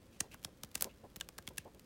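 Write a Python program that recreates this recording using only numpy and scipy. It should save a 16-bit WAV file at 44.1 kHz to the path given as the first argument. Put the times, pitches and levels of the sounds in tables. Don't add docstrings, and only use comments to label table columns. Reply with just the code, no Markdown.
import sys
import numpy as np
from scipy import signal
from scipy.fft import rfft, irfft, next_fast_len
from scipy.io import wavfile
from scipy.ndimage import uniform_filter1d

SR = 44100
rng = np.random.default_rng(int(sys.argv[2]) if len(sys.argv) > 2 else 0)


def dump(signal):
    limited = np.clip(np.atleast_2d(signal).T, -1, 1)
    pcm = np.round(limited * 32767).astype(np.int16)
    wavfile.write(sys.argv[1], SR, pcm)


N = 81585

# (release s, crackle before it s, crackle dB, sizzle over it dB, sheet body dB, flap dB,
#                   resonances of the bent sheet [(Hz, dB over the crackle), ..])
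SNAPS = [(0.2072, 0.003, -6.5, -7.5, -8.5, 5, [(1650, 7), (2850, 5), (6350, 11), (8800, 10)]),
         (.3440, 0.00062, -30, 7, -13, -9.5, [(1430, 30)]),
         (0.4488, 0.0019, -13.5, -7, -12, 0, [(3450, 13.5), (5200, 8), (9800, 8)]),
         (0.6356, 0.0013, -16, -1.5, -11, -1.5, [(3400, 9), (6000, 5)]),
         (.7550, 0.0015, -7.5, -2, -9.5, -2, [(1600, 5), (2680, 7), (8400, 6)]),
         (0.8101, 0.00053, -13, 8, -15.5, -11, [(4800, 5)]),
         (0.8234, .0002, -7, 6.5, -4, -2.5, [(7800, 5.5), (11600, 9.5)]),
         (.8440, 0.00012, -12, 0, -14, -21, [(6940, 2.5)]),
         (1.1654, 0.0005, -27, -3.5, -26.5, -5, [(14800, 20)]),
         (1.211, 0.001197, -15.5, -3.5, -11.5, -12, [(1600, 18.5), (2900, 17.5), (3500, 12), (7300, 8.5)]),
         (1.2889, 0.0002, -20, -3, -15.5, -32, [(2460, 7.5)]),
         (1.386, 0.00084, -19, -1, -9.5, -9.5, [(1550, 14)]),
         (1.4773, 0.0017, -17, -2, -15.5, -2.5, [(2200, 13), (3300, 15)]),
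         (1.5832, .0018, -13, -3.5, -22, -5, [(1680, 11.5), (2600, 13), (10000, 10.5)])]
# (s, dB)
TICKS = [(0.429, -29), (0.438, -24.5), (.647, -24.5), (.715, -30.5), (.745, -26),
         (0.7516, -17), (0.7592, -23), (.778, -23), (0.827, -24), (1.1606, -17), (1.2009, -22.5),
         (1.3814, -17.5), (1.4247, -33), (1.470, -25), (1.4882, -21), (1.573, -22), (1.5803, -12.5), (1.747, -33), (1.7955, -26)]
# (start s, length s, rasp dB, hiss dB)
SLIDES = [(0.121, 0.056, -73, -70.5), (0.311, 0.034, -57.5, -60.5), (0.769, 0.0068, -61, -50), (0.793, 0.063, -82, -57.5),
          (0.888, 0.03, -66, -80), (1.21, 0.034, -71.5, -86), (1.591, 0.016, -65, -72)]
# (start s, length s, dB, hollow Hz)
BRUSHES = [(0.229, 0.034, -58, 706), (0.467, 0.031, -63.5, 690), (0.844, 0.035, -49.5, 497), (1.032, 0.028, -54, 775), (1.502, 0.011, -50, 440),
           (1.651, 0.033, -53, 590), (1.741, 0.029, -64, 604)]
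CRACKLE = [(300, -64), (900, -58), (1600, -1), (3000, -2.5), (5500, 0.5), (9000, -0.5), (16000, -4.5)]  # (Hz, dB)
BODY = [(150, -23.5), (400, -1.5), (800, -3), (1400, -3.5), (2200, -12.5), (4000, -41.5)]  # (Hz, dB)
FLAP = [(30, -45), (70, -3), (130, -4.5), (200, -2), (400, -8.5), (800, -27)]  # (Hz, dB)
RASP = [(500, -13), (1800, -4), (2700, 11), (3800, -5), (16000, -28)]  # (Hz, dB)
HISS = [(500, 15.5), (2000, 5), (9000, 7.5), (15500, -4)]  # (Hz, dB)
BRUSH = [(60, -10), (170, -4.5), (380, 3.5), (650, -1.5), (1000, -4), (1300, -22), (1900, -25), (6000, -42)]  # (Hz, dB)
FLOOR = [(20, -11), (50, 3.5), (220, -0.5), (450, -6.5), (800, -16.5), (1400, -18.5), (3400, -24), (8000, -28.5), (16000, -34.5)]  # (Hz, dB)
FLOOR_DB = -62.5
HUM = [(57, -73.5), (504, -78.5), (549, -80.5)]
SIZZLE_HZ, RING_Q, RELEASE_SHARE, CRACKLE_FADE_S = 11000, 5.63, 0.52, 0.0003
BEND_S, BEND_LEAD_S = 0.002543, 0.001397
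SHEET_T60_S = .016
SHEET_DB = -10.5
FLUTTER_T60_S, FLUTTER_DB = 0.057, -8.5
RISE_S, FALL_S = 0.0072, 0.0089
ROOM = [(600, 0.34), (3000, 0.28), (8000, 0.14), (16000, 0.17)]  # (Hz, t60 s)
ROOM_DB = -20
TOP_HZ = 16300
HZ = np.fft.rfftfreq(8192, 1 / SR)
FLAP_S = 0.003465
DRAG_S, DRAG_DB = 0.0049, -25.5
CRINKLES_PER_S, CRINKLE_DB = 260, -49
TICK = [(400, -9.5), (1500, -6.5), (3500, -2.5), (9000, -6.5), (16000, -6.5)]  # (Hz, dB)
HOLLOW_DB, HOLLOW_Q = 4.5, 3.2


def amp(db):
    return 10 ** (np.asarray(db) / 20)


def unit(x):
    return x / np.sqrt(np.mean(x ** 2) + 1e-20)


def along(points, hz):
    f, v = np.transpose(points)
    return np.interp(np.log(hz + 1), np.log(f + 1), v)


def add(track, s, sound):
    i = max(0, round(s * SR))
    track[i:i + len(sound)] += sound[:len(track) - i]


def causal(db):
    c = irfft(db * np.log(10) / 20)
    c[1:len(c) // 2] *= 2
    c[len(c) // 2 + 1:] = 0
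    return np.exp(rfft(c))


def noise(spectrum):
    m = next_fast_len(N + SR // 2)
    return unit(irfft(rfft(rng.standard_normal(m)) * amp(along(spectrum, np.fft.rfftfreq(m, 1 / SR))), m)[:N])


def ringing(t60, db):
    t = np.arange(2 * len(HZ) - 2) / SR
    tail = rng.standard_normal(len(t)) * np.exp(-np.log(1000) * t / t60)
    return 1 + amp(db) * rfft(tail / np.linalg.norm(tail))


def crackle(length, t60, db):
    t = np.arange(2 * len(HZ) - 2) / SR
    after = lambda s: (t >= s) * np.exp(-np.abs(t - s) / CRACKLE_FADE_S)
    share = np.clip(RELEASE_SHARE, 0, 1)
    size = .5 * after(0) + 0.4 * (t < length) + after(length)
    slips = rng.standard_normal(len(t)) * size
    slips *= np.sqrt(1 - share) / np.linalg.norm(slips)
    slips[round(length * SR)] += np.sqrt(share)
    z = rfft(slips) * ringing(t60, db)
    return z / np.sqrt(np.abs(uniform_filter1d(np.abs(z) ** 2, size=130)) + 1e-12)


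def in_room(x):
    wet = room(x)
    add(wet, 0, x)
    return wet


def snaps():
    out = np.zeros(N)
    for s, length, db, sizzle_db, body_db, flap_db, resonances in SNAPS:
        ring = sum(ring_db * hump(HZ, ring_hz, RING_Q) for ring_hz, ring_db in resonances)
        plain = db + along(CRACKLE, HZ) + sizzle_db * (1 - 1 / (1 + (HZ / SIZZLE_HZ) ** 8))
        near, far = causal(plain + ring), causal(plain + ring / 2)
        slips = crackle(length, SHEET_T60_S, SHEET_DB)
        out += amp(DRAG_DB) * signal.fftconvolve(drag(s - length), impulse(far))[:N]
        add(out, s - length, impulse(slips * near))
        add(out, s - length, room(impulse(slips * far)))
        bend = causal(body_db + along(BODY, HZ)) * travel(BEND_S) + causal(flap_db + along(FLAP, HZ)) * travel(FLAP_S)
        add(out, s - BEND_LEAD_S, in_room(impulse(bend * ringing(FLUTTER_T60_S, FLUTTER_DB))))
    return out


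def ticks():
    out = np.zeros(N)
    colour = causal(along(TICK, HZ))
    tick = lambda: in_room(impulse(crackle(0.00018, t60=0.015, db=1) * colour))
    for s, db in TICKS:
        add(out, s, amp(db) * tick())
    crinkles = (rng.random(N) < CRINKLES_PER_S / SR) * rng.standard_normal(N)
    return out + amp(CRINKLE_DB) * signal.fftconvolve(crinkles, tick())[:N]


def swell(s, length):
    t = np.arange(N) / SR - s
    return np.clip(t / RISE_S, 0, 1) * np.exp(-np.maximum(t - length + FALL_S / 2, 0) / FALL_S)


def rubbing():
    grain = np.exp(0.37 * unit(uniform_filter1d(rng.standard_normal(N), size=30)))
    rasp, hiss = unit(noise(RASP) * grain), unit(noise(HISS) * grain)
    slides = sum(swell(s, length) * (amp(rasp_db) * rasp + amp(hiss_db) * hiss) for s, length, rasp_db, hiss_db in SLIDES)
    brushes = sum(swell(s, length) * amp(db) * hollow(hollow_hz) for s, length, db, hollow_hz in BRUSHES)
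    return in_room(slides + brushes)[:N]


def room_tone():
    t = np.arange(N) / SR
    hum = sum(amp(db) * unit(np.sin(2 * np.pi * (hz * t + rng.random()))) for hz, db in HUM)
    return amp(FLOOR_DB) * noise(FLOOR) + hum


def impulse(response):
    x = irfft(response)
    return x[:len(x) // 2] * np.clip(np.linspace(2, 0, len(x) // 2), 0, 1)


def travel(s):
    return np.exp(-4j * np.pi * s * np.sqrt(1000 * HZ))


def drag(s):
    t = np.arange(N) / SR - s
    x = rng.standard_normal(N) * (t < 0) * np.exp(-np.abs(t) / DRAG_S)
    return x / np.linalg.norm(x)


def room(x):
    hz, t, z = signal.stft(rng.standard_normal(SR // 2), SR, nperseg=256)
    tail = signal.istft(z * np.exp(-np.log(1000) * t / along(ROOM, hz)[:, None]), SR, nperseg=256)[1]
    return amp(ROOM_DB) * signal.fftconvolve(x, tail / np.linalg.norm(tail))


def hump(hz, centre_hz, q):
    return 1 / (1 + (q * (hz / centre_hz - centre_hz / (hz + 1))) ** 2)


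def hollow(centre_hz):
    colour = causal(along(BRUSH, HZ) + HOLLOW_DB * hump(HZ, centre_hz, HOLLOW_Q))
    return unit(signal.fftconvolve(rng.standard_normal(N), impulse(colour))[:N])


def scene():
    return (snaps() + ticks() + rubbing() + room_tone())[None]


def record(dry):
    m = next_fast_len(N + SR // 2)
    gain = 1 / (1 + (np.fft.rfftfreq(m, 1 / SR) / TOP_HZ) ** 100)
    return irfft(rfft(dry, m) * gain, m)[..., :N]


dry = scene()
out = record(dry)
dump(out)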